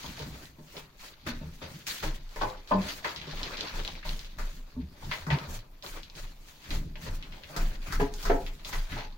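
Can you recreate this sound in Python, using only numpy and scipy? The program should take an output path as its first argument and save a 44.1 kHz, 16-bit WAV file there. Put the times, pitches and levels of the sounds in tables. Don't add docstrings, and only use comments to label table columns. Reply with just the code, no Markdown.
import sys
import numpy as np
from scipy import signal
from scipy.fft import rfft, irfft, next_fast_len
from scipy.io import wavfile
from scipy.ndimage import uniform_filter1d

SR = 44100
rng = np.random.default_rng(int(sys.argv[2]) if len(sys.argv) > 2 else 0)


def bounce(signal):
    frames = np.transpose(np.atleast_2d(signal))
    limited = np.clip(frames, -1, 1)
    pcm = np.round(limited * 32767).astype(np.int16)
    wavfile.write(sys.argv[1], SR, pcm)


def nominal_scale(level):
    x = np.asarray(level, float) / 20
    return 10 ** x


N = 404397

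# [t/s of the peak, 20 dB fade/s, drag/dB, tips/dB re drag, pressure/dB re drag]
SWIPES = [(.05, 0.18, -42, -8.5, -11.5), (.22, 0.18, -47.5, -5.5, -3.5), (.35, 0.16, -54.5, -1, -2),
          (.44, 0.1, -53.5, -4, -9.5), (0.782, 0.11, -49, -5.5, -2.5), (1.05, 0.13, -47.5, -6, -8),
          (1.42, 0.3, -60, -6, 0), (1.55, .2, -62, -2, -6), (1.75, 0.24, -54.5, -3.5, -6),
          (2.15, .06, -58, 2, -6), (2.9, 0.19, -40, -7.5, -9), (3.44, 0.48, -43.5, -14, -5),
          (3.65, 0.48, -46.5, -22, -0.5), (3.8, 0.27, -46, -8, -3), (3.89, 0.16, -46.5, -25, -12),
          (4.58, 2, -66, -14, -5), (5.031, 0.16, -53, -6, -6), (5.1, .1, -52, -5.5, -5),
          (5.5, .06, -53, 0, -4), (5.556, 0.07, -50, 0.5, -7), (5.97, .09, -50.5, -17, -0.5),
          (6.2, 0.14, -55, -5, -1.5), (6.49, 0.15, -57, -1.5, -13.5), (7.08, 0.15, -49, -6.5, -2.5),
          (7.15, .05, -54, 1, -10), (7.87, .06, -52, -2, -2), (7.34, 0.34, -56, -9, -1.5),
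          (7.96, 0.1, -47, -4.5, -5), (8.22, 0.17, -49, -2, -10), (8.93, 0.1, -48, -6, -2),
          (8.985, .13, -43.5, -18, -3)]
# [t/s, 20 dB fade/s, drag/dB, tips/dB re drag, pressure/dB re drag]
LANDINGS = [(1.275, 0.1054, -40.5, -11.5, -7), (1.625, 0.15, -47.5, -14.5, -1.5),
            (1.878, 0.2, -36, -3, -34), (2.035, 0.14, -38.5, -7.5, -4), (2.419, 0.22, -47.5, -7.5, 2),
            (2.72, 0.44, -59, -11, 12), (3.049, 0.24, -41, -11.5, -4), (4.056, 0.32, -44.5, -8.5, -11),
            (4.39, 0.32, -50, -4.5, -7), (5.12, 0.27, -45.5, -8.5, -4.5), (5.31, .25, -45.5, -11.5, 6),
            (5.842, 0.26, -49.5, -1, -3), (6.165, 0.28, -53, -2.5, -6.5), (6.714, .17, -44, -5, -4.5),
            (7.018, .15, -52, -3, -8), (7.573, 0.26, -44, -4.5, -0.5), (8.006, 0.14, -48, -2, -6),
            (8.307, 0.4, -50, -3, -1.5), (8.655, 0.3, -47.5, -4, -7), (8.736, 0.16, -43.5, -4, -4)]
# [t/s of the stop, 20 dB rise/s, drag/dB, tips/dB re drag, pressure/dB re drag]
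RUNUPS = [
    (.73, 0.2, -60.5, 0, -12.5),
    (1.26, 0.2, -59, -16, -15),
    (2.34, 0.43, -60, -14, -19),
    (2.407, 0.17, -49.5, -6.5, -3),
    (2.705, 0.07, -52.5, -4, -3),
    (6.7, 0.24, -52, -5, -6.5),
    (7.559, 0.2, -52, -4.5, 0.5),
    (7.918, 0.13, -48, -4.5, -2.5),
    (8.292, 0.09, -44, -12.5, -8),
    (8.64, 0.2, -59, -7, -12),
]
# [t/s, level/dB, 20 dB fade/s]
THUDS = [(.06, -47.5, 0.2), (.215, -41, 0.3), (.74, -60.5, 0.5), (1.274, -46, 0.5), (1.625, -48.5, 0.13),
         (1.72, -45, .15), (2.036, -47, 0.23), (2.421, -43.5, 0.2), (2.76, -46.5, 0.34), (3.05, -54, 1.5),
         (3.27, -54.5, 1), (3.42, -52.5, 1), (3.72, -48, .35), (4.06, -48.5, 0.3), (4.39, -54, 0.5),
         (4.785, -45, .2), (5.04, -51, 0.6), (5.325, -39, 0.14), (5.49, -49.5, 0.22), (5.86, -58.5, 0.9),
         (6.16, -60, 0.9), (6.716, -40.5, 0.33), (7.06, -48, 0.7), (7.89, -50.5, .3), (7.573, -43, 0.4),
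         (8.007, -40, 0.28), (8.26, -42.5, 0.4), (8.738, -46.5, 0), (8.94, -45, 0.18)]
# drag, tips, scrape, boards [level/dB each]
RESTING_DB = (-69.5, -75, -72.5, -70.5)
# [f/Hz, level/dB per Hz]
DRAG_COLOUR = [(710, -21.5), (1200, -5), (1670, 0), (1970, 0), (2500, -1.5), (4550, 1), (5340, -8.5),
               (6640, -9), (7290, -41), (9000, -49), (11700, -50), (19800, -120)]
# [f/Hz, level/dB per Hz]
TIPS_COLOUR = [(4120, -4.5), (7000, -1.5), (7990, -8), (9740, -9.5), (12400, -9), (15100, -7.5),
               (15800, -1)]
# [f/Hz, level/dB per Hz]
SCRAPE_COLOUR = [(180, -18.5), (300, -6), (527, -6), (571, -3), (772, -7.5), (849, -5.5), (956, -5),
                 (2000, -13), (2600, -10.5), (4400, -120)]
# [f/Hz, level/dB per Hz]
RUMBLE_COLOUR = [(30, -57), (45, -7.5), (68, 2.5), (100, -6), (150, -0.5), (200, -6.5), (300, -11),
                 (450, -21.5), (900, -90)]
# [f/Hz, level/dB per Hz]
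AIR_COLOUR = [(35, -4.5), (60, -18), (87, -29), (1190, -32.5), (1890, -65), (4810, -52), (8820, -51),
              (14100, -37), (15800, -47)]
# [t/s of the first swell, level/dB]
SWAY = [(.1, -54), (.32, -62), (1.07, -58), (1.372, -39), (1.78, -67), (2.1, -30), (2.431, -33.5),
        (2.767, -38.5), (3.391, -36.5), (3.799, -32), (4.119, -31), (4.451, -29.5), (5.09, -40.5),
        (5.559, -38.5), (5.961, -40), (6.258, -37.5), (6.77, -28.5), (7.152, -32.5), (7.649, -24),
        (7.999, -26.5), (8.318, -24), (8.802, -28), (9.101, -39)]
# [t/s, peak level/dB, plank f/Hz, panel level/dB re plank, hardness/dB]
BUMPS = [(.041, -44, 360, 3, -2.5), (.196, -38, 467, -18, -12), (.584, -48.5, 331, 6.5, -17),
         (.767, -40, 390, -6, -12), (1.412, -44.5, 586, 12, -13.5), (1.618, -37, 550, -11, -15),
         (2.033, -35, 393, -5, -10), (2.359, -36.5, 427, -9, -10), (3.046, -37.5, 670, -17, -0.5),
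         (3.272, -37.5, 377, 2, -19), (4.05, -41, 610, -6, -3), (2.036, -40, 1010, -20, -20),
         (2.362, -40, 380, -15, -15), (4.384, -40, 1200, -25, -25), (4.388, -42, 1430, -25, -25),
         (5.022, -50, 504, -8, 1), (5.268, -40.5, 380, 12, -12), (5.303, -35, 400, -3, 0),
         (5.487, -42, 538, 0, -8), (6.707, -41, 300, 6, -15), (6.745, -44, 250, 4, -15),
         (6.815, -47, 270, 0, -20), (6.956, -50, 600, -10, -6), (7.064, -36, 525, -2, -12),
         (7.496, -43.5, 605, 0, -7), (7.563, -34, 410, 0.5, -15), (7.927, -42, 390, -0.5, -8.5),
         (8.254, -32.5, 673, -4, -14)]
# [t/s, peak level/dB, plank f/Hz, panel level/dB re plank, panel f/Hz]
KNOCKS = [(1.265, -33.5, 316, 0, 242.5), (2.412, -26, 1080, -10.5, 303.7), (2.4175, -30, 1500, -15, 340),
          (2.7105, -20, 590, -6, 192), (2.7115, -26, 1220, -20, 192), (4.383, -46, 700, -4, 261),
          (4.565, -61, 300, 14, 253.4), (4.762, -47, 420, 2, 253), (7.998, -18.5, 409, -6.5, 279),
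          (8.2985, -12, 400, -10.5, 275.6), (8.724, -40, 1000, -8, 250), (8.968, -34, 860, -14, 250),
          (8.985, -41, 600, -14, 300), (9.02, -42, 850, -10, 250)]
# [t/s, peak level/dB, plank f/Hz, panel level/dB re plank, panel f/Hz]
REBOUNDS = [(2.421, -31, 990, -2, 387), (2.431, -27, 840, -8, 520), (2.7185, -21, 930, 0, 189.6),
            (2.7442, -24.5, 388, 1.5, 194.6), (5.1138, -36, 980, -25, 250), (5.283, -38, 500, 0, 141),
            (5.322, -36, 900, -6, 140.6), (8.004, -27, 990, 2.5, 424), (8.304, -25.5, 851, 0, 275.7),
            (8.314, -26.5, 692, -2, 404), (8.345, -34, 850, 1.5, 405)]
# [f/Hz, level/dB]
WALL_MODES = [(140, -10), (192, -0.5), (277, 0.5), (400, -6.5), (440, -9), (515, -8), (608, -6.5),
              (715, -10), (840, -7.5), (920, -5), (1035, -7), (1165, -12), (1490, -16), (1750, -17),
              (2060, -21)]
# [f/Hz, level/dB]
DOOR_MODES = [(140, -10), (192, -8), (277, 0), (400, -4), (445, -8), (515, -10), (560, -10), (694, -8),
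              (850, -7), (940, -11), (995, -13), (1335, -20), (1600, -10), (1870, -12)]
# [t/s, peak level/dB, burst level/dB re click]
FLICKS = [(.194, -36, -10.5), (0.4558, -41, -25), (2.292, -48, -13), (2.42, -34, -12), (2.5, -40, -14),
          (2.575, -44.5, -16.5), (2.675, -46.5, -7), (2.8176, -37, -11), (3.2698, -40, -9),
          (3.3122, -37.5, -12), (3.385, -39, -16), (3.6718, -33.5, -11.5), (4.1634, -37, -17),
          (4.2465, -40.5, -11.5), (5.8635, -35, -13.5), (3.1617, -32, -10), (3.4315, -26.5, -12.5),
          (3.5703, -34, -8.5), (3.6091, -21, -16.5), (3.8498, -28, -17), (3.8773, -24, -21),
          (4.0922, -29, -20), (4.1929, -33, -14.5), (5.387, -32.5, -16.5), (5.5905, -39.5, -15),
          (5.825, -41.5, -9.5), (6.0325, -38, -12), (6.0995, -40, -17.5), (6.1527, -41, -11),
          (6.706, -30, -11.5), (8.6484, -33, -9), (8.728, -31.5, -15.5)]
# [t/s, peak level/dB, centre f/Hz]
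TAPS = [(0.768, -31.5, 3040), (1.6166, -33.5, 1270), (3.215, -33, 3000), (3.5164, -29, 1570),
        (3.953, -36.5, 2800), (4.0286, -32, 1840), (6.709, -28, 2200), (6.956, -34.5, 2500),
        (7.226, -33.5, 2860), (7.3242, -37, 2600), (7.436, -36, 2760), (8.4649, -31.5, 2750),
        (8.898, -37, 2070), (8.965, -32, 1500), (8.982, -31, 2000), (9.005, -34, 2300)]
# [t/s, peak level/dB, centre f/Hz, burst level/dB re click, treble level/dB]
SLAPS = [(1.265, -27.5, 1680, -7, -18), (1.868, -32, 2390, -11, 0), (2.0273, -26, 1530, -10.5, -14),
         (2.36, -34, 1950, -9.5, -8), (2.4124, -17.5, 1260, -14, -26), (2.7095, -31, 2500, -16, -18),
         (2.7195, -30, 2670, -14.5, -20), (3.0452, -20.5, 1700, -9, -24), (4.386, -36, 1600, -4, -12),
         (5.1138, -13, 2030, -19, -22), (5.1205, -21, 2400, -12, -22), (5.267, -32, 1280, -5, -15.5),
         (5.303, -19, 2010, -8.5, -38), (7.5637, -24.5, 1550, -10.5, -6), (7.9237, -21, 1510, -11, -10),
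         (7.9997, -22.5, 1640, -10, -31), (8.1392, -31.5, 6500, -16, -14.5), (8.227, -37, 1050, -5, -5),
         (8.252, -24.5, 1320, -7.5, -12.5), (8.297, -26, 1570, -7, -28), (8.73, -28, 1680, -6.5, -14),
         (8.92, -36, 1820, -4, -27)]
# [f/Hz, width/Hz, level/dB]
HEAD_MODES = [(980, 28, -7), (1840, 35, -1), (2030, 32, -1), (2390, 48, 0), (3335, 23, -5), (3725, 48, -8),
              (4063, 68, -5), (4860, 38, -9)]
# [f/Hz, level/dB]
CASE_COLOUR = [(5000, 2.5), (7000, -4), (9000, -12), (12000, -11.5), (15500, -4)]
# [t/s, level/dB, f/Hz, free ring/s]
BOOMS = [(.215, -46, 140, .04), (.27, -50, 60, .1), (1.275, -38, 240, .03), (1.43, -47, 75, .08),
         (1.46, -48, 170, .04), (1.62, -49, 80, .05), (1.735, -44, 150, .03), (2.42, -46, 110, .06),
         (2.72, -46, 100, .08), (2.722, -31, 191, .09), (2.04, -44, 310, .05), (2.05, -46, 140, .06),
         (4.765, -44, 70, .1), (4.764, -34.5, 253, .04), (4.825, -44, 190, .02), (5.04, -50, 150, .08),
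         (5.272, -33, 150, .025), (5.29, -41, 72, .05), (5.311, -25, 141, .036), (5.41, -46, 140, .04),
         (5.2, -50, 85, .06), (5.52, -50, 110, .08), (6.21, -54, 110, .04), (6.712, -41, 68, .06),
         (7.02, -48, 160, .04), (7.07, -43, 90, .05), (7.93, -42, 67, .08), (8.003, -34, 277, .045),
         (8.31, -35, 277, .05), (8.76, -45, 140, .03), (8.9, -44, 80, .05), (8.96, -44, 120, .03)]
# [f/Hz, t60/s]
SHED_T60 = [(150, 0.4), (1000, 0.3), (4000, 0.064), (12000, 0.054)]
# [f/Hz, likeness 0..1]
ALIKE = [(100, 0.97), (300, 0.87), (600, 0.43), (1200, 0.089), (16000, 0.039)]
# [f/Hz, left minus right/dB]
LEAN = [(200, .3), (700, 1.5), (2400, 3.6), (4500, -.2), (9000, 1.4)]

FLICK_HZ = 3830


def unit(x):
    return x / np.sqrt(np.mean(x ** 2) + 1e-20)


def along(points, hz):
    f, v = np.transpose(points)
    return np.interp(np.log(hz + 1), np.log(f + 1), v)


def filtered(x, response):
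    m = next_fast_len(x.shape[-1] + SR // 8)
    return irfft(rfft(x, m) * response(np.fft.rfftfreq(m, 1 / SR)), m)[..., :x.shape[-1]]


def resonance(hz, width_hz):
    return lambda f: 1j * f * width_hz / (hz * hz - f * f + 1j * f * width_hz)


def add(track, s, sound):
    part = track[:, round(s * SR):][:, :sound.shape[1]]
    part += sound[:, :part.shape[1]]


def wander(samples):
    return unit(uniform_filter1d(rng.standard_normal(N), size=samples))


def friction(spectrum, grain_db, patchy_db, clump_db=2.0):
    slips = rng.standard_normal((2, N)) * nominal_scale(grain_db * wander(60))
    slips = slips * nominal_scale(clump_db * wander(1300))
    z = signal.stft(slips, nperseg=512)[2]
    field = uniform_filter1d(rng.standard_normal(z.shape[1:]), size=6, axis=0)
    field = uniform_filter1d(field, size=8, axis=1)
    pair = signal.istft(z * nominal_scale(patchy_db * unit(field)), nperseg=512)[1][:, :N]
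    return unit(filtered(pair, lambda hz: nominal_scale(along(spectrum, hz))))


def still_air():
    return nominal_scale(-58.0) * friction(AIR_COLOUR, grain_db=0.8, patchy_db=0.0, clump_db=1.5)


def curves(rows, rest_db, rounded):
    t = np.arange(0, N, 128) / SR
    power = nominal_scale(2 * rest_db)
    for s, rise, fade, db in rows:
        away = np.where(t < s, (s - t) / rise, (t - s) / fade)
        power = power + nominal_scale(2 * (db - 20 * away ** rounded))
    return np.interp(np.arange(N) / SR, t, 10 * np.log10(power))


def strokes():
    drop_s, stop_s, thud_rise_s = 0.018, 0.059, 0.044
    swell_share = 0.91
    rows = [(s, drop_s, fade, *db) for s, fade, *db in LANDINGS]
    rows += [(s, swell_share * fade, fade, *db) for s, fade, *db in SWIPES]
    rows += [(s, rise, stop_s, *db) for s, rise, *db in RUNUPS]
    s, rise, fade, drag_db, tips_db, press_db = np.transpose(rows)
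    parts = [np.transpose([s, rise * linger, fade * linger, drag_db + db])
             for linger, db in [(1, 0), (0.88, tips_db), (0.91, press_db)]]
    parts.append([(s, thud_rise_s, fade, db) for s, db, fade in THUDS])
    rounded = (1, 1.75, 1, 1)
    drag, tips, scrape, boards = map(curves, parts, RESTING_DB, rounded)
    return drag, tips - drag, scrape, boards


def grit():
    grains_per_s = 320
    size = nominal_scale(5 * np.minimum(rng.exponential(size=N), 2.5))
    grains = (rng.random(N) < grains_per_s / SR) * size
    grains = grains * np.sign(rng.standard_normal((2, N)))
    return unit(filtered(grains, lambda f: resonance(3800, 4000)(f) ** 2 * nominal_scale(along(CASE_COLOUR, f))))


def sweeping():
    drag_db, tips_db, scrape_db, boards_db = strokes()
    drag = nominal_scale(drag_db - 3.0) * friction(DRAG_COLOUR, grain_db=2.0, patchy_db=2.2, clump_db=2.6)
    loosened_db = np.minimum(-tips_db, 10.5)
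    flicked = nominal_scale(drag_db + loosened_db - 20.5) * grit()
    tips = nominal_scale(drag_db + tips_db + 1.5) * friction(TIPS_COLOUR, grain_db=0.0, patchy_db=-2.0)
    scrape = nominal_scale(scrape_db) * friction(SCRAPE_COLOUR, grain_db=1.0, patchy_db=2.5)
    boards = nominal_scale(boards_db) * friction(RUMBLE_COLOUR, grain_db=0.5, patchy_db=2.0)
    return drag + flicked + tips + scrape + boards


def sway():
    joists_hz, beat_hz, joists_t60 = 25.7, 5.88, 1
    out, t = np.zeros((1, N)), np.arange(SR) / SR
    swell = np.sin(np.pi * beat_hz * t) * nominal_scale(-60 * t / joists_t60)
    wave = swell * np.sin(2 * np.pi * joists_hz * t + 1.2)
    for s, db in SWAY:
        add(out, s - 0.075, nominal_scale(db + 8.0) * wave[None])
    return out


def blows_on_wood():
    floor_panel_hz = 150.6
    wall = [(*row, -12.5 + 0.02 * (min(row[2], 900) - 450)) for row in KNOCKS + REBOUNDS]
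    return wall + [(*row[:-1], floor_panel_hz, row[-1]) for row in BUMPS]


def planking(modes, panel_db, hard_db):
    scatter_db = 1.5 * rng.standard_normal(len(WALL_MODES))

    def share_db(hz):
        if hz < 330:
            return panel_db - 2.0
        return hard_db + 7.5 if hz > 700 else 0

    def response(f):
        wood = 0
        for k, (hz, level) in enumerate(modes):
            gain = nominal_scale(level + share_db(hz) + scatter_db[k])
            wood = wood + (-1) ** k * gain * resonance(hz, 12 + 0.025 * hz)(f)
        soft = (1 - (f / 1300) ** 2 + 1j * f / 1250) ** -2
        high = 1 / (1 + (650 / (f + 1)) ** 4)
        return wood * soft * np.array([[1 - high], [high]])

    return response


def knocks():
    door_from_s = 7.4
    lag = 30
    out, t = np.zeros((2, N)), np.arange(SR // 3) / SR
    quarter = np.array([[0], [np.pi / 2]])
    for s, db, plank_hz, panel_db, panel_hz, hard_db in blows_on_wood():
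        rattle = rng.standard_normal((2, len(t))) * nominal_scale(-60 * np.maximum(t - 0.012, 0) / 0.13)
        rattle = rattle * (1 - np.exp(-t / 0.003))
        rattle[0, 0], rattle[1, lag] = 14, 14
        drives = np.array([rattle, 1.9 * rattle * nominal_scale(-60 * t / 0.16)])
        modes = WALL_MODES if s < door_from_s else DOOR_MODES
        wall = nominal_scale(15.5) * filtered(drives, planking(modes, panel_db, hard_db)).sum(axis=0)
        plank = nominal_scale(0.3 - 60 * t / 0.085) * np.sin(2 * np.pi * plank_hz * t + quarter)
        plank = plank * (1 - np.exp(-t / 0.0025))
        panel = nominal_scale(panel_db - 0.5 - 60 * t / 0.22) * np.sin(2 * np.pi * panel_hz * t + quarter)
        panel = panel * (1 - np.exp(-t / 0.012))
        add(out, s - 0.001, nominal_scale(db) * (wall + (plank + panel) * [[1], [0.22]]))
    return out


def contacts():
    taps = [(s, db, hz, -12, -33) for s, db, hz in TAPS]
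    flicks = [(s, db, FLICK_HZ, burst_db, -32) for s, db, burst_db in FLICKS]
    return SLAPS + taps + flicks


def brush_colour(hz, treble_db):
    def response(f):
        head = sum((-1) ** k * resonance(c, 1.5 * w)(f) for k, (c, w, _) in enumerate(HEAD_MODES))
        body = resonance(hz, 0.9 * hz)(f) ** 2 * (0.95 + nominal_scale(-5.5) * head)
        return body + nominal_scale(treble_db + 2.5) * resonance(6000, 9000)(f)

    return response


def slaps():
    out, t = np.zeros((2, N)), np.arange(SR // 4) / SR
    for s, db, hz, burst_db, treble_db in contacts():
        t60 = 0.29 * nominal_scale(0.41 * burst_db)
        burst = nominal_scale(burst_db + 2.0 - 60 * t / t60) * rng.standard_normal((2, len(t)))
        click = nominal_scale(-60 * t / 0.0018) * np.sign(rng.standard_normal((2, len(t))))
        hit = burst + 2.12 * min(hz / FLICK_HZ, 1) * click
        add(out, s, nominal_scale(db + 7.5) * filtered(hit, brush_colour(hz, treble_db)))
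    return filtered(out, lambda f: nominal_scale(along(CASE_COLOUR, f)))


def shed(x):
    hz, t, z = signal.stft(rng.standard_normal((2, SR // 2)), SR, nperseg=256)
    tail = signal.istft(z * nominal_scale(-60 * t / along(SHED_T60, hz)[:, None]), SR, nperseg=256)[1]
    late = np.pad(x, ((0, 0), (200, 0)))
    return signal.fftconvolve(late, tail / np.linalg.norm(tail[0]), axes=1)[:, :N]


def booms():
    rise_s, t60 = 0.012, 0.085
    out, t = np.zeros((1, N)), np.arange(SR // 3) / SR
    for s, db, hz, free_s in BOOMS:
        swell = nominal_scale(db + 5.5 - 60 * np.maximum(t - free_s, 0) / t60) * (1 - np.exp(-t / rise_s))
        add(out, s, (swell * np.sin(2 * np.pi * hz * t))[None])
    return out


def spread(pair):
    def mid_side(hz):
        turn = np.arccos(np.clip(along(ALIKE, hz), -1, 1)) / 2
        return np.array([np.cos(turn), np.sin(turn)])

    mid, side = filtered(pair, mid_side)
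    return np.array([mid + side, mid - side])


def scene():
    air, brush = still_air(), nominal_scale(4) * sweeping()
    knock, slap = knocks(), slaps()
    blows = slap + knock + shed(nominal_scale(-10.0) * slap + nominal_scale(-10.5) * knock)
    return spread(brush + blows + air) + sway() + booms()


def top_cut(x):
    return signal.sosfilt(signal.butter(12, 15840, fs=SR, output="sos"), x)


def record(dry):
    top_hz = 15870
    mix = filtered(dry, lambda hz: nominal_scale(np.outer([0.5, -0.5], along(LEAN, hz))) * (hz < top_hz))
    return top_cut(mix)


dry = scene()
out = record(dry)
bounce(out)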